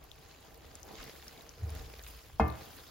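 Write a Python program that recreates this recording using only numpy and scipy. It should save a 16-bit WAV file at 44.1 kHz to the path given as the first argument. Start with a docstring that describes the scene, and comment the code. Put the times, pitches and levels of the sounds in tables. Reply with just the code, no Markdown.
"""A wooden spoon stirs pasta in simmering sauce, in a steel pan on a glass hob.
The strokes squelch and the sauce hisses (both shaped noise), bubbles pop as tiny fading tones,
and sticky noodles smack. The hob rumbles, and shudders under a hard push. Once, the spoon knocks
the rim and the pan rings. A phone with two microphone ports hears it all from close by."""
import sys
import numpy as np
from scipy import signal
from scipy.fft import rfft, irfft, next_fast_len
from scipy.io import wavfile
from scipy.ndimage import uniform_filter1d, map_coordinates

SR = 44100
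rng = np.random.default_rng(int(sys.argv[2]) if len(sys.argv) > 2 else 0)


def generate_wav(sig):
    """Save sig (samples, or channels by samples) to the path in sys.argv[1] as 16-bit PCM at SR."""
    pcm = np.round(np.clip(np.atleast_2d(sig).T, -1, 1) * 32767).astype(np.int16)
    wavfile.write(sys.argv[1], SR, pcm)


N = 127890


def amp(db):
    return 10 ** (np.asarray(db) / 20)


def unit(x):
    return x / np.sqrt(np.mean(x ** 2) + 1e-20)


def along(points, hz):
    """Read between (Hz, value) points on a log frequency scale."""
    f, v = np.transpose(points)
    return np.interp(np.log(hz + 1), np.log(f + 1), v)


def curves(rows):
    """One value per sample for each column after the time."""
    s, *cols = np.transpose(rows)
    return [np.interp(np.arange(N) / SR, s, c) for c in cols]


def wobble(rate):
    """A smooth curve through rate random values a second."""
    return map_coordinates(rng.standard_normal(int(N * rate / SR) + 4), [np.arange(N) * rate / SR])


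def filtered(x, response):
    """Scale and shift each frequency of x by response(hz)."""
    m = next_fast_len(N + SR // 2)
    return irfft(rfft(x, m) * response(np.fft.rfftfreq(m, 1 / SR)), m)[..., :N]


def bursts(rows, shape):
    """A loudness curve with one copy of shape at each (seconds, dB) row."""
    hits = np.bincount([round(s * SR) for s, _ in rows], [amp(db) for _, db in rows], N)
    return np.convolve(hits, shape)[:N]


def fading_noise(table):
    """Stereo noise above 200 Hz; each frequency has its own fade time (time to drop 60 dB)."""
    f, db, t60 = np.transpose(table)
    hz, t, z = signal.stft(rng.standard_normal((2, SR // 2 + 256)), SR, nperseg=256)
    gain_db = along(np.c_[f, db], hz)[:, None] - 60 * t / along(np.c_[f, t60], hz)[:, None]
    return signal.istft(z * amp(gain_db) * (hz > 200)[:, None], SR, nperseg=256)[1][:, :SR // 2]


# How wide the noise sounds. 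Each row: frequency in Hz, side level over the middle in dB.
STEREO_WIDTH = [(60, -19), (130, -2.5), (250, -6.5), (700, -3), (1300, -5), (4400, -5), (8500, 1)]
def rush(spectrum, grit_db, spikes, patchy_db):
    """Patchy stereo noise of a set strength, made gritty by short spikes of loudness."""
    kicks = np.bincount(rng.integers(0, N, spikes), rng.exponential(1, spikes), N)
    grit = 1 + amp(grit_db) * np.convolve(kicks, np.exp(-np.arange(SR // 100) / (0.0016 * SR)))[:N]
    z = signal.stft(rng.standard_normal((2, N + 256)), nperseg=256)[2]
    patches = uniform_filter1d(rng.standard_normal(z.shape[1:]), size=5, axis=0)
    patches = uniform_filter1d(patches, size=8, axis=1)
    pair = signal.istft(z * amp(patchy_db * unit(patches)), nperseg=256)[1][:, :N]
    mid, side = filtered(grit * pair, lambda hz: amp(along(spectrum, hz)))
    side = filtered(side, lambda hz: amp(np.clip(along(STEREO_WIDTH, hz), -25, 0)))
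    return np.array([mid + side, mid - side]) / np.std(mid)


def hollow_pan(hz, boost_db=14, width_hz=40):
    """The pan, damped by food, boosts sound near its own ringing notes."""
    damping = 1j * hz * width_hz
    peaks = sum(amp(db) * damping / (note ** 2 - hz ** 2 + damping) for note, db, *_ in PAN_NOTES[2:])
    return 1 + amp(boost_db) * peaks


# The spoon's strokes. Each row: time in seconds, then squelch, sizzle and fine hiss levels in dB.
STROKES = [(0, -60, -66, -68), (.3, -61.5, -62.5, -67), (.62, -57.5, -65.5, -65), (.76, -59.5, -61, -65.5),
           (.84, -58, -62.5, -63.5), (.89, -50.5, -62, -64.5), (.98, -53, -54, -59), (1.1, -55, -57.5, -60),
           (1.2, -62, -59.5, -59), (1.35, -55, -60, -61.5), (1.55, -62, -63.5, -65.5),
           (1.66, -53.5, -61.5, -63), (1.78, -52.5, -56.5, -58), (1.88, -56, -60.5, -61),
           (2.05, -59.5, -58.5, -57), (2.2, -62, -60.5, -60), (2.37, -65.5, -66, -66.5),
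           (2.46, -47, -66.5, -65), (2.6, -53, -57, -59), (2.74, -57, -58.5, -56.5), (2.9, -61, -59, -60.5)]
# The tone of those three noises. Each row: frequency in Hz, relative level in dB.
SQUELCH_TONE = [(76, -43), (130, 1), (232, -3), (459, -3.5), (800, -5), (1400, -13.5), (3000, -19.5),
                (3900, -46), (6600, -120)]
SIZZLE_TONE = [(590, -60), (1000, -2), (2290, -4.5), (5040, -5), (5850, -9.5), (6610, -6.5), (8000, -16.5),
               (10400, -46), (17600, -120)]
HISS_TONE = [(6500, -42), (8000, 8), (10000, -1), (13000, 0.5), (16000, 1.5)]
def stirring():
    """The sauce squelches, sizzles and hisses, swelling unevenly with each stroke."""
    squelch_db, sizzle_db, hiss_db = curves(STROKES)
    lumps = wobble(18)
    wet = rush(SQUELCH_TONE, grit_db=-6.5, spikes=200, patchy_db=1.5)
    squelch = amp(squelch_db + .7 * lumps) * unit(filtered(wet, hollow_pan))
    sizzle = amp(sizzle_db + .75 * lumps) * rush(SIZZLE_TONE, grit_db=-6.5, spikes=600, patchy_db=2)
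    hiss = amp(hiss_db + .8 * lumps) * rush(HISS_TONE, grit_db=1.5, spikes=250, patchy_db=1.2)
    return squelch + sizzle + hiss


# The rumble's loudness. Each row: time in seconds, level in dB.
RUMBLE_LEVELS = [(0, -65), (.07, -58), (.22, -60.5), (.4, -63), (.7, -58.5), (.94, -63.5), (1.0, -52),
                 (1.08, -58.5), (1.15, -60), (1.3, -61), (1.54, -62.5), (1.65, -50), (1.78, -43.5),
                 (1.95, -56), (2.2, -63.5), (2.33, -54), (2.54, -57), (2.77, -59.5), (2.9, -63)]
# Its tone. Each row: frequency in Hz, relative level in dB.
RUMBLE_TONE = [(12, -87), (20, -10.5), (64, 2), (77, 0.5), (97, -6), (160, -12.5), (350, -98)]
def hob_rumble():
    """The hob gives a low, lumpy rumble."""
    level_db, = curves(RUMBLE_LEVELS)
    return amp(level_db + 1.7 * wobble(8.82)) * rush(RUMBLE_TONE, grit_db=-21, spikes=10, patchy_db=-.5)


def bubbles(rows, cycles, port_lag_s=57e-6):
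    """Each bubble rings for a few cycles, rising slightly, and reaches the left port first."""
    out, t = np.zeros((2, N + SR)), np.arange(SR // 25) / SR
    for s, db, hz, left_db in rows:
        age = t * hz / cycles
        swell = np.e * 4 * age * np.exp(-4 * age)
        tone = swell * np.sin(2 * np.pi * hz * t * (1 + 0.018 * age))
        out[:, round(s * SR):][:, :len(t)] += amp(db + np.array([[left_db], [-left_db]]) / 2) * tone
    return filtered(out[:, :N], lambda hz: np.exp(1j * np.pi * hz * port_lag_s * np.array([[1], [-1]])))


def fizz():
    """Tiny bubbles burst at random, louder when the sizzle is louder."""
    when, softness, pitch, lean = rng.random((160, 4)).T
    starts = when * (N - 1) / SR
    _, sizzle_db, _ = curves(STROKES)
    peak_db = sizzle_db[(starts * SR).astype(int)] + 7.5 - 0.56 * np.log(softness + 0.11)
    return bubbles(zip(starts, peak_db, 1500 * 9 ** pitch, 3 * lean), cycles=5.1)


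# Bursting bubbles. Each row: start in seconds, peak in dB, pitch in Hz, left over right in dB.
BUBBLE_POPS = [(0.041, -47, 11900, 21), (0.1156, -39, 3500, 8), (0.545, -46, 13500, 19),
               (0.754, -33, 7200, 0), (0.831, -40.5, 6100, 15.5), (.868, -44, 14000, 3),
               (1.281, -34.5, 5370, 0.5), (1.377, -47, 3690, 7), (1.4092, -45, 3710, 6),
               (1.4925, -40, 5860, 11), (1.7035, -42, 9400, 20.5), (1.76, -46, 14500, 3),
               (1.9366, -45.5, 2300, .6), (1.988, -43, 13200, 3), (2.0142, -49, 1720, 1.5),
               (2.0374, -40.5, 6500, 11), (2.481, -40.5, 13200, -19), (2.5007, -43.5, 3930, 11.5),
               (2.5236, -49, 3640, 11), (2.795, -53, 3500, 13)]
# The tone of their splats. Each row: frequency in Hz, relative level in dB.
SPLAT_TONE = [(400, -1), (2000, -10), (6000, 4), (15000, -9)]
def pops(splat_db=-16, fade_s=0.03):
    """A bubble pops with a high ping and a short, noisy splat."""
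    fade = amp(-60 * np.arange(SR // 20) / SR / fade_s)
    loudness = bursts([(s, db + splat_db) for s, db, *_ in BUBBLE_POPS], fade)
    splats = loudness * rush(SPLAT_TONE, grit_db=-30, spikes=10, patchy_db=3)
    return bubbles(BUBBLE_POPS, cycles=6.6) + splats


# Low bubbles. Each row: start in seconds, peak in dB, pitch in Hz.
BUBBLE_PLOPS = [(.878, -47, 480), (.94, -46.5, 348), (1.025, -46, 440), (1.094, -45, 495),
                (1.577, -49, 480), (1.635, -51, 746), (1.938, -43.5, 480), (1.992, -48, 480),
                (2.299, -50, 740)]
def plops():
    """Low bubbles die away after about two cycles, so they sound dull."""
    return bubbles([(*row, 0) for row in BUBBLE_PLOPS], cycles=2.26)


# Noodle smacks. Each row: start in seconds, level at its loudest in dB.
NOODLE_SMACKS = [(.975, -53), (1.028, -47.5), (1.095, -49), (1.224, -51.5), (1.234, -58), (1.76, -57),
                 (1.8983, -52.5), (1.9377, -51), (1.9924, -51), (2.064, -49)]
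# Their tone. Each row: frequency in Hz, relative level in dB.
SMACK_TONE = [(300, -30), (700, -6.5), (2300, -1.5), (4500, -3), (6500, -13), (12000, -40)]
def noodles(rise_s=0.0016):
    """Sticky noodles tear off the spoon in quick puffs of noise."""
    age = np.arange(SR // 30) / SR / rise_s
    loudness = bursts(NOODLE_SMACKS, age * np.exp(1 - age))
    return loudness * rush(SMACK_TONE, grit_db=-30, spikes=10, patchy_db=1)


# The shaking glass. Each row: time in seconds, pitch in Hz, level in dB.
GLASS_SHUDDER = [(1.55, 81.4, -86), (1.6, 81.5, -50), (1.644, 80.7, -33.5), (1.78, 69.5, -49.5),
                 (1.854, 57.1, -53), (2.166, 56.1, -54.5), (2.24, 50.5, -90)]
def hob_shudder():
    """A hard push makes the glass shudder at a sinking pitch, with weak overtones."""
    pitch, level_db = curves(GLASS_SHUDDER)
    phase = 2 * np.pi * np.cumsum(pitch) / SR
    overtones = amp(-19.5 + 3.1 * wobble(19)) * np.sin(2.2 * phase)
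    overtones += amp(-11 + 3.5 * wobble(30.75)) * np.sin(1.3 * phase)
    return np.sqrt(2) * amp(level_db + wobble(25)) * (np.sin(phase) + overtones)


def ringing(t, hz, db, fade_s, rise_s, phase):
    """One note of a struck object: it swells quickly, then fades."""
    loudness = amp(db - 60 * t / fade_s) * (1 - np.exp(-t / rise_s)) ** 2
    return loudness * np.sin(2 * np.pi * hz * t + phase)


# The steel pan's notes. Each row: pitch in Hz, relative level in dB, fade and rise times in seconds.
PAN_NOTES = [(162, -20.5, 0.37, 0.0037), (213.2, -13, 0.19, 0.0027), (280.6, -22.5, 0.35, 0.0053),
             (319.7, -17.5, 0.24, 0.0067), (448, -11, 0.092, 0.0017), (634, -18, 0.16, 0.0017),
             (783.4, -13.5, 0.071, 0.0026), (1020, -29.5, 0.17, .002), (3176, -33.5, 0.069, .001),
             (1185, -20, 0.35, 0.0094), (1758, -28.5, 0.34, 0.009), (2117, -26.5, 0.26, 0.0015),
             (2543, -29.5, 0.18, 0.0015)]
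def pan_ring(t):
    """The struck pan rings unsteadily, a little differently left and right."""
    ring = 0
    for hz, *shape in PAN_NOTES:
        flutter = amp(1.5 * wobble(45)[:len(t)])
        phases = rng.normal(0, .2 if hz < 250 else .5, (2, 1))
        ring += flutter * ringing(t, hz, *shape, phases)
    return ring


# The pan's clatter. Each row: frequency in Hz, relative level in dB, fade time in seconds.
PAN_CLATTER = [(149, 3, 0.92), (396, -3.5, 0.2), (800, -3, 0.24), (1530, -5.5, 0.16), (3060, -24, 0.14),
               (12000, -32.5, 0.035)]
# The hob's boom; the two closest notes throb together.
# Each row: pitch in Hz, level in dB, fade and rise times in seconds, phase in radians.
HOB_NOTES = [(64.6, -25, 0.35, 0.0034, np.pi), (76.2, -19.5, 0.31, 0.014, 0), (115.8, -30, 0.47, 0.017, 0)]
def rim_knock(start_s=2.3965, boom_lag_s=0.0039, wood_hz=1104, rise_s=0.00047, wood_fade_s=0.0037):
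    """The wood clacks, the pan rings and clatters, and the hob booms a moment later."""
    out, t = np.zeros((2, N + SR)), np.arange(SR // 2) / SR
    wood_tone = np.sin(2 * np.pi * wood_hz * t * (1 - 55 * t))  # the pitch drops fast
    clack = (t / rise_s) ** 4 * amp(-60 * t / wood_fade_s) * wood_tone
    clack = clack / np.abs(clack).max() * amp([[1], [-1]])  # a bit louder on the left
    ring = pan_ring(t)
    mid, side = amp(-5) * fading_noise(PAN_CLATTER) * (1 - np.exp(-t / rise_s))
    clatter = np.array([mid + 1.2 * side, mid - 0.84 * side])
    boom = sum(ringing(t, *row) for row in HOB_NOTES)
    out[:, round(start_s * SR):][:, :len(t)] += amp(-11.5) * (clack + ring + clatter)
    out[:, round((start_s + boom_lag_s) * SR):][:, :len(t)] += boom
    return out[:, :N]


# The room's echo. Each row: frequency in Hz, relative level in dB, fade time in seconds.
KITCHEN_ECHO = [(150, 4, 0.37), (1000, -2, 0.46), (4000, -8, 0.75), (12000, -5, 0.36)]
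def kitchen(x, level_db=-10.5):
    """The room answers a moment later with a fading echo, one for each port."""
    tail = fading_noise(KITCHEN_ECHO)
    delayed = np.pad(x, ((0, 0), (200, 0)))
    return amp(level_db) * signal.fftconvolve(delayed, tail / np.linalg.norm(tail[0]), axes=1)[:, :N]


def scene():
    """Sauce, hob and knock together; only the knock echoes."""
    knock = rim_knock()
    sauce = stirring() + fizz() + pops() + plops() + noodles()
    return sauce + hob_rumble() + hob_shudder() + knock + kitchen(knock)


def record(dry, dip_hz=(8000, 9390), mono_above_hz=12100, edge_hz=970, top_hz=15850):
    """The middle dips in one treble band; higher up the sound narrows to mono, then ends at top_hz."""
    above = lambda hz, corner: np.clip((hz - corner) / edge_hz + .5, 0, 1)
    in_band = lambda hz: above(hz, dip_hz[0]) - above(hz, dip_hz[1])
    mid = filtered(dry.mean(0), lambda hz: amp(-26.5 * in_band(hz)) * (hz < top_hz))
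    side = filtered((dry[0] - dry[1]) / 2, lambda hz: amp(-30 * above(hz, mono_above_hz)) * (hz < top_hz))
    return np.array([mid + side, mid - side])


dry = scene()
out = record(dry)
generate_wav(out)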